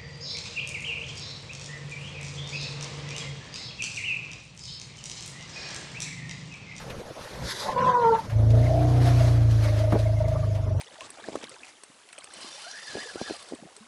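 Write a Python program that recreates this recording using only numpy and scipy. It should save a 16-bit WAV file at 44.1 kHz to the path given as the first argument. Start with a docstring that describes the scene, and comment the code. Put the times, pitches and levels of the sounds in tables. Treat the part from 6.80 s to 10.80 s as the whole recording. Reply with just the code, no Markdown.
"""Elephants leaving a river

One elephant blows air and gives a rough, falling cry. A long rumble follows: its throat
pulses about 28 times a second, making a deep tone in the chest and a rattle in the mouth.
Water sloshes round their legs, with a few soft thumps, light wind and the river behind."""
import sys
import numpy as np
from scipy import signal
from scipy.fft import rfft, irfft, next_fast_len
from scipy.io import wavfile
from scipy.ndimage import uniform_filter1d, map_coordinates

SR = 44100
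rng = np.random.default_rng(int(sys.argv[2]) if len(sys.argv) > 2 else 0)


def unload_wav(signal):
    """Save mono or channel-first audio to the path in sys.argv[1] as 16-bit WAV at rate SR, clipped to [-1, 1]."""
    wavfile.write(
        sys.argv[1],
        SR,
        np.round(np.clip(np.atleast_2d(signal).T, -1, 1) * 32767).astype(np.int16),
    )


N = 176400

# The pitch at which the mouth rings during the rumble: time_s, pitch_hz
MOUTH_RING = [(1.5, 590), (1.75, 630), (1.97, 666), (2.18, 712), (2.33, 688), (2.41, 645), (2.8, 605),
              (3.05, 618), (3.3, 632), (4.0, 638.7)]


def rumble():
    """Slow throat pulses drive the chest tone, the growl and the rattle."""
    # How fast the throat pulses: time_s, rate_hz
    pulse_rate = [(1.45, 26.95), (1.65, 27.52), (1.85, 29.46), (2.0, 30.3), (2.25, 30.3), (2.5, 29.32),
                  (2.75, 27.99), (2.95, 26.69), (3.15, 27.62), (3.3, 27.03), (3.55, 26.49), (3.75, 25.68),
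                  (4.0, 23.0)]
    rate_hz, = curves(pulse_rate)
    cycles = np.cumsum(rate_hz) / SR
    cycles -= cycles[round(pulse_rate[0][0] * SR)] + .08  # count from the rumble's start
    return chest(cycles, rate_hz) + growl(cycles, rate_hz) + rattle(cycles)


def chest(cycles, rate_hz):
    """The deep chest tone is made of harmonics: clean tones at 2 to 6 times the pulse rate."""
    # Strength of the harmonics: time_s, fourth_db, third_db, fifth_db
    harmonics = [(1.45, -50, -55, -66), (1.52, -29, -41, -32.5), (1.57, -18.5, -29.5, -45),
                 (1.7, -16.5, -27.5, -37.5), (1.97, -23.5, -29, -35.5), (2.2, -18, -29, -38.5),
                 (2.45, -19, -27, -39), (2.75, -19, -29, -42.5), (2.97, -21.5, -33.5, -47),
                 (3.28, -22.5, -32, -42), (3.5, -26, -33.5, -30.5), (3.73, -24.5, -38, -35),
                 (3.86, -27, -35.5, -33.5), (4.0, -26, -41, -26.5)]
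    fourth, third, fifth = levels(harmonics)
    turn_hz = 136.6  # harmonics above this swing against those below
    tone = np.zeros(N)
    for k, gain in enumerate([third * amp(-1.5), third, fourth, fifth, fifth * amp(-9)], 2):
        lag = np.pi / 2 * (1 + np.tanh((k * rate_hz - turn_hz) / 5))
        tone += gain * amp(0.85 * wobble(12)) * np.sin(2 * np.pi * k * cycles - lag)
    return -np.sqrt(2) * tone


def growl(cycles, rate_hz):
    """Higher harmonics waver, and grow strong where the throat and mouth ring."""
    # Ringing of the throat: time_s, level_db, pitch_hz
    throat_ring = [(1.45, -68, 243.3), (1.6, -35.5, 242), (1.83, -34.5, 270), (1.93, -35.5, 295),
                   (2.05, -29.5, 299), (2.22, -29, 284), (2.4, -34.5, 278), (2.6, -37.5, 283.6),
                   (3.05, -41.5, 296.6), (3.35, -48, 290), (4.0, -53.5, 300)]
    # What the throat lets through around that pitch: pitch_hz, gain_db
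    throat_colour = [(170, -9), (215, -20.5), (345, -10.5), (400, -19.5), (450, -12.5), (520, -19),
                     (1000, -31.5)]
    # Growl in the mouth: time_s, level_db
    mouth_level = [(1.47, -77), (1.6, -37), (1.68, -46), (1.76, -33.5), (1.89, -33.5), (1.903, -25.5),
                   (1.98, -27), (2.1, -39), (2.19, -35.5), (2.23, -43), (2.27, -30), (2.37, -47),
                   (2.41, -31), (2.47, -36.5), (2.72, -50), (3.0, -45), (3.2, -33)]
    # A thin tone that sings out briefly: time_s, level_db
    thin_level = [(1.68, -47), (1.75, -36), (1.81, -39.5)]
    throat_width_hz, mouth_width_hz, thin_hz = 11.4, 42, 446
    mouth_hz, = curves(MOUTH_RING)
    throat_hz = curves(throat_ring)[1]
    throat_gain, = levels([(s, db) for s, db, hz in throat_ring])
    throat, mouth = np.zeros(N), np.zeros(N)
    for k in range(7, 36):
        hz = k * rate_hz
        waver = .45 * (k / 20) * (wobble(11) + .4 * wobble(60))
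        gain = amp(4 * np.sqrt(k / 20) * flutter(11))
        harmonic = gain * np.sin(2 * np.pi * (k * cycles + rng.random()) + waver)
        peak = 1 / (1 + ((hz - throat_hz) / throat_width_hz) ** 2)
        throat += harmonic * (peak + amp(np.interp(hz, *np.transpose(throat_colour))))
        mouth += harmonic / (1 + ((hz - mouth_hz) / mouth_width_hz) ** 2)
    thin = unit(np.sin(2 * np.pi * thin_hz * np.arange(N) / SR + .3 * wobble(40)))
    thin *= levels(thin_level)[0]
    return throat_gain * unit(throat) + levels(mouth_level)[0] * unit(mouth) + thin


def rattle(cycles):
    """Each pulse rings the mouth with a small upward flick, loudest as the rumble slackens."""
    # The rattle: time_s, level_db
    loudness = [(1.5, -44.5), (2.4, -43.5), (2.72, -65), (2.85, -36), (2.96, -36.5), (3.04, -29),
                (3.1, -37.5), (3.23, -41), (3.265, -31.5), (3.37, -41), (3.41, -28), (3.45, -33.5),
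                (3.49, -30), (3.56, -31), (3.66, -40.5), (3.76, -37.5), (3.85, -42), (3.915, -35),
                (3.955, -43), (4.0, -37)]
    # Higher rings of the mouth, against the lowest: pitch_hz, gain_db
    upper_rings = [(920, -22), (1170, -28), (2080, -31)]
    lead, rise, fall = 0.35, 0.14, 0.4  # shares of a cycle; the rattle leads the chest tone
    offset = (cycles + lead + 0.011 * wobble(27) + .5) % 1 - .5
    pulse = np.exp(-(offset / np.where(offset < 0, rise, fall)) ** 2)
    swell = unit(pulse + 0.07) * amp(1.2 * flutter(27))
    flick = 1 + .14 * np.minimum(offset - .1, .1)
    ring_hz = curves(MOUTH_RING)[0] * flick * (1 + 0.02327 * wobble(110))
    ring = np.sqrt(2) * np.sin(2 * np.pi * np.cumsum(ring_hz) / SR)
    upper = ringing_air(upper_rings, width_hz=82)
    return swell * levels(loudness)[0] * (ring + upper) + squeaks()


def squeaks():
    """The mouth's higher rings give brief squeaks."""
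    # Squeaks: middle_s, peak_db, pitch_hz
    events = [(1.834, -42, 2050), (1.868, -37.5, 2080), (2.856, -39, 2100), (3.27, -43, 2130),
              (3.375, -43.5, 2130), (3.455, -44, 2080), (3.564, -35.5, 1170), (3.637, -38, 1180)]
    half_length_s = 0.0098
    t = np.arange(N) / SR
    return sum(amp(db) * np.exp(-((t - s) / half_length_s) ** 2)
               * np.sin(2 * np.pi * hz * t + wobble(300)) for s, db, hz in events)


def cry():
    """A fluttering, falling call, made rough by in-between tones and noise."""
    # The cry's fall: time_s, pitch_hz
    pitch = [(.93, 490), (.97, 494), (1.02, 496.5), (1.08, 508), (1.13, 489.6), (1.17, 489.4),
             (1.21, 479.2), (1.25, 457.5), (1.3, 460.5), (1.335, 449), (1.42, 447.5)]
    # Its three main harmonics: time_s, first_db, second_db, third_db
    harmonics = [(.948, -66, -56, -51), (.963, -33, -25.5, -47), (1.03, -36, -25, -48),
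                 (1.09, -33, -18, -50), (1.135, -32.5, -31, -53), (1.155, -33.5, -16, -36.5),
                 (1.195, -27.5, -29, -44), (1.25, -22.5, -20, -34), (1.295, -20.5, -18.5, -38.5),
                 (1.31, -20, -45, -30.5), (1.325, -18.5, -21, -42), (1.355, -33, -21.5, -36.5),
                 (1.375, -36, -42, -51), (1.395, -50, -24, -50), (1.43, -68, -69, -66)]
    # Faint tones, against the second harmonic: pitch_multiple, gain_db
    faint_tones = [(2.5, -24.5), (4, -32)]
    # The cry splits, adding a tone between the first two harmonics: time_s, level_db
    split = [(1.06, -42), (1.1, -35), (1.17, -48.5), (1.25, -46)]
    phase = 2 * np.pi * np.cumsum(curves(pitch)[0] * (1 + 0.0068 * wobble(130))) / SR
    gains = levels(harmonics)
    flutter_db = np.interp(np.arange(N) / SR, [1.13, 1.25], [3, 1]) * flutter(75)
    tone = sum(gain * amp(1.7 * flutter(110)) * np.sin(k * phase + 0.24 * (k / 2) ** 2 * wobble(120))
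               for k, gain in enumerate(gains, 1))
    for k, db in faint_tones:
        tone += gains[1] * amp(db + 4 * flutter(40)) * np.sin(k * phase + .6 * wobble(90))
    tone += levels(split)[0] * np.sin(1.48 * phase + .3 * wobble(90))
    return np.sqrt(2) * tone * amp(flutter_db) + second_tone() + rasp(phase) + hoarse_start()


def second_tone():
    """A slightly higher tone beats against the cry, so the two throb together."""
    # The higher tone: time_s, pitch_hz, level_db
    path = [(0.931, 514, -39), (1.0, 531.3, -26.5), (1.09, 522, -28.5), (1.15, 534, -37.5),
            (1.221, 513, -29.5), (1.3, 485, -42)]
    phase = 2 * np.pi * np.cumsum(curves(path)[0] * (1 + 0.0116 * wobble(110))) / SR
    gain, = levels([(s, db) for s, hz, db in path])
    return gain * amp(2 * flutter(69.2)) * unit(np.sin(phase) + amp(4.5) * np.sin(2 * phase))


def rasp(phase):
    """Rough noise pulses in step with the cry, over a low rush."""
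    # The two noises: time_s, rough_db, low_db
    loudness = [(.72, -57, -58), (.82, -39, -50), (.89, -34, -43), (.94, -39, -41), (1.0, -31.5, -33),
                (1.08, -32, -33), (1.16, -37, -44), (1.3, -38, -36.5), (1.35, -36, -36.5),
                (1.44, -50.5, -41)]
    # Tone colour of the rough noise: pitch_hz, gain_db
    rough_colour = [(200, -35.5), (380, -6.5), (560, 1), (760, -10), (1030, 0.5), (1300, -8), (1600, -7),
                    (2100, -14.5), (2600, -21.5), (3500, -20), (6000, -27.5), (10000, -43)]
    # Tone colour of the low rush: pitch_hz, gain_db
    low_colour = [(35, -34), (75, -9.5), (180, -1), (260, -9.5), (400, -32), (900, -77)]
    rough_gain, low_gain = levels(loudness)
    pulsing = rng.standard_normal(N) * (1 + 0.9 * np.sin(phase)) * amp(1.3 * flutter(80.85))
    rough = patchy(coloured(pulsing, rough_colour), depth_db=7.5)
    return rough_gain * rough + low_gain * noise(low_colour)


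def hoarse_start():
    """The cry starts as rasping air that makes the throat ring."""
    # The hoarse air: time_s, level_db
    loudness = [(.8, -58), (.85, -35), (.895, -26), (.94, -42)]
    # Where the throat rings: pitch_hz, gain_db
    rings = [(585, -0.5), (750, -9), (870, -5), (1035, 0.5)]
    return levels(loudness)[0] * unit(ringing_air(rings, width_hz=57))


def blow():
    """Blown air hisses just before the cry."""
    # The hiss: time_s, level_db
    loudness = [(.6, -65), (.66, -38.5), (.71, -32.5), (.76, -39), (.82, -35.5), (.87, -39.5), (.93, -49)]
    # Its tone colour: pitch_hz, gain_db
    colour = [(470, -12), (800, -30), (909, 5), (1220, -8.5), (1400, 0), (1960, 0), (2650, -15),
              (2840, -11), (3620, 1), (4960, -1.5), (8660, -14.5), (11100, -11), (13500, -36)]
    return levels(loudness)[0] * patchy(noise(colour), depth_db=2.5) * amp(1.5 * wobble(49.9))


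def slosh():
    """Legs stir the shallow water into swells of noise and bubbles."""
    # The sloshing: time_s, level_db
    loudness = [(0, -47), (.33, -50), (.42, -42), (.52, -45), (.63, -43.5), (.95, -63), (1.4, -47.5),
                (1.6, -54), (1.85, -44), (2.0, -46), (2.18, -43), (2.26, -36), (2.36, -41), (2.43, -38),
                (2.55, -43), (2.66, -48), (2.86, -38.5), (2.92, -44.5), (3.0, -38.5), (3.09, -49.5),
                (3.2, -45), (3.3, -51.5), (3.7, -52), (4.0, -63)]
    # Its tone colour: pitch_hz, gain_db
    colour = [(150, -13), (500, 5), (1000, 7.5), (2000, 4), (2800, -0.5), (4000, 1), (6300, -3.5),
              (7500, -10.5), (10500, -10.5), (13000, -17)]
    spray = rng.standard_normal(N) + amp(-21.5) * bubbles(count=1800, spread_db=7.5, life_cycles=19.0)
    return levels(loudness)[0] * amp(1.4 * wobble(45)) * patchy(coloured(spray, colour), depth_db=2.2)


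def bubbles(count, spread_db, life_cycles):
    """Tiny bubbles ring at random times; the high ones fade fastest."""
    when, pitch, strength = rng.random(count), rng.standard_normal(count), rng.exponential(size=count)
    hz = np.clip(3200 * np.exp(.65 * pitch), 500, 12000)[:, None]
    gain = amp(spread_db * np.minimum(strength, 4))[:, None]
    n = np.arange(400)
    rings = gain * np.sin(2 * np.pi * hz * n / SR) * np.exp(-hz * n / SR / life_cycles)
    positions = (when * N).astype(int)[:, None] + n
    return unit(np.bincount(positions.ravel(), rings.ravel(), N)[:N])


def splashes():
    """Legs throw up small splashes, each a short burst of noise."""
    # Splashes: start_s, level_db, fade_s, centre_hz
    events = [(0.097, -36, 0.11, 2430), (1.494, -40.5, 0.2, 1920), (1.701, -42, 0.1, 4000),
              (2.254, -34, 0.051, 1500), (2.706, -41, 0.11, 4600), (3.119, -36, .1, 1850),
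              (3.186, -41, 0.17, 4100), (3.479, -45, 0.09, 6240), (3.747, -43, 0.11, 3120)]
    # Their tone colour: centre_multiple, gain_db
    colour = [(.1, -14), (.6, -1), (1, -1), (1.5, -8), (4, -22)]
    return sum(amp(db) * burst(s, .003, 0.0036, fade_s) * noise([(k * hz, g) for k, g in colour])
               for s, db, fade_s, hz in events)


def thumps():
    """Dull knocks: a short tone, with more slap the harder they land."""
    # Thumps: start_s, tone_db, hold_s, fade_s, pitch_hz
    events = [(0.307, -32.5, 0.003, 0.05, 310), (3.124, -19, 0.008, 0.12, 315),
              (3.149, -23, .003, .09, 440), (3.857, -39, .02, 0.14, 227)]
    # Tone colour of the slap: pitch_multiple, gain_db
    colour = [(.2, -19), (.55, 1.5), (1.7, 1.5), (2.4, -12), (3.5, -15), (7, -30.5), (14, -49)]
    t = np.arange(N) / SR
    sound = np.zeros(N)
    for s, db, hold_s, fade_s, hz in events:
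        tone = np.sin(2 * np.pi * hz * (t - s))
        slap = amp(8.5 + 0.38 * db) * noise([(k * hz, g) for k, g in colour])
        sound += amp(db) * burst(s, 0.00047, hold_s, fade_s) * (tone + slap)
    return sound


def river():
    """The river runs steadily behind, a soft, churning noise."""
    # Its tone colour: pitch_hz, gain_db
    colour = [(25, 3), (60, 0.5), (130, 8), (300, 2), (520, 6.5), (1000, -3), (2000, -13), (3000, -18.5),
              (4500, -20), (6500, -16), (8000, -31.5), (11000, -22.5), (13000, -59)]
    return amp(-43.5 + 1.2 * flutter(10)) * patchy(noise(colour), depth_db=8.5)


def wind():
    """Two light, low gusts blow at the start."""
    # The gusts: time_s, level_db
    loudness = [(0, -47), (.08, -40), (.2, -41.5), (.28, -59), (.48, -69), (.54, -46), (.66, -35),
                (.75, -80)]
    # Their tone colour: pitch_hz, gain_db
    colour = [(25, -20), (62, 5), (90, -10), (130, 4), (260, -9.5), (380, -18), (520, -3), (900, -51)]
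    return levels(loudness)[0] * noise(colour) * amp(1.9 * wobble(21.2))


def ringing_air(rings, width_hz):
    """Noise that rings at a few pitches."""
    return sum(amp(db) * resonance(rng.standard_normal(N), hz, width_hz) for hz, db in rings)


def patchy(x, depth_db):
    """Make a sound louder and softer in random patches of time and pitch."""
    spectrum = signal.stft(x, nperseg=512)[2]
    patches = uniform_filter1d(rng.standard_normal(spectrum.shape), size=5, axis=0)
    patches = uniform_filter1d(patches, size=6, axis=1)
    gain = amp(depth_db * np.minimum(unit(patches), 1))
    return unit(signal.istft(spectrum * gain, nperseg=512)[1][:N])


def flutter(rate):
    """A random curve held between -1 and 1."""
    return np.tanh(wobble(rate))


def amp(db):
    """Decibels to gain."""
    return 10 ** (np.asarray(db) / 20)


def unit(x):
    """Scale to rms 1."""
    return x / np.sqrt(np.mean(x ** 2) + 1e-20)


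def curves(rows):
    """One value per sample for each column after the time."""
    s, *cols = np.transpose(rows)
    return [np.interp(np.arange(N) / SR, s, c) for c in cols]


def levels(rows):
    """Gain curves from dB columns, fading to silence outside the rows."""
    t = np.arange(N) / SR
    inside = np.clip(np.minimum(t - rows[0][0], rows[-1][0] - t) * 20 + 1, 0, 1)
    return [amp(db) * inside for db in curves(rows)]


def wobble(rate):
    """A smooth random curve, rate knots a second."""
    return map_coordinates(rng.standard_normal(4096), [np.arange(N) * rate / SR], mode="wrap")


def coloured(x, points):
    """Causal filter through (Hz, dB) points; result at rms 1."""
    m = 2 * next_fast_len(N // 2 + 8192)
    f, db = np.transpose(points)
    cep = irfft(np.log(amp(np.interp(np.log(np.fft.rfftfreq(m, 1 / SR) + 1), np.log(f), db))))
    cep[1:m // 2] *= 2
    cep[m // 2 + 1:] = 0
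    return unit(irfft(rfft(x, m) * np.exp(rfft(cep)), m)[:N])


def noise(points):
    """Coloured noise of rms 1."""
    return coloured(rng.standard_normal(N), points)


def resonance(x, hz, width_hz):
    """A steep resonance whose centre may move."""
    turn = np.exp(2j * np.pi * np.cumsum(hz * np.ones(N)) / SR)
    pole = np.exp(-np.pi * width_hz / SR)
    return unit(np.real(turn * signal.lfilter([1], np.poly([pole, pole]), x / turn)))


def burst(start, attack, hold, t60):
    """Attack, hold and release."""
    t = np.maximum(np.arange(N) / SR - start, 0)
    return (1 - np.exp(-t / attack)) * np.exp(-np.log(1000) * np.maximum(t - hold, 0) / t60)


def scene():
    """Everything in the open air, in one channel."""
    return (rumble() + cry() + blow() + slosh() + splashes() + river() + thumps() + wind())[None]


def record(dry):
    """Cut away the very highest treble."""
    top_hz = 13100
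    m = next_fast_len(N + 8192)
    return irfft(rfft(dry, m) * (np.fft.rfftfreq(m, 1 / SR) < top_hz), m)[:, :N]


dry = scene()
out = record(dry)
unload_wav(out)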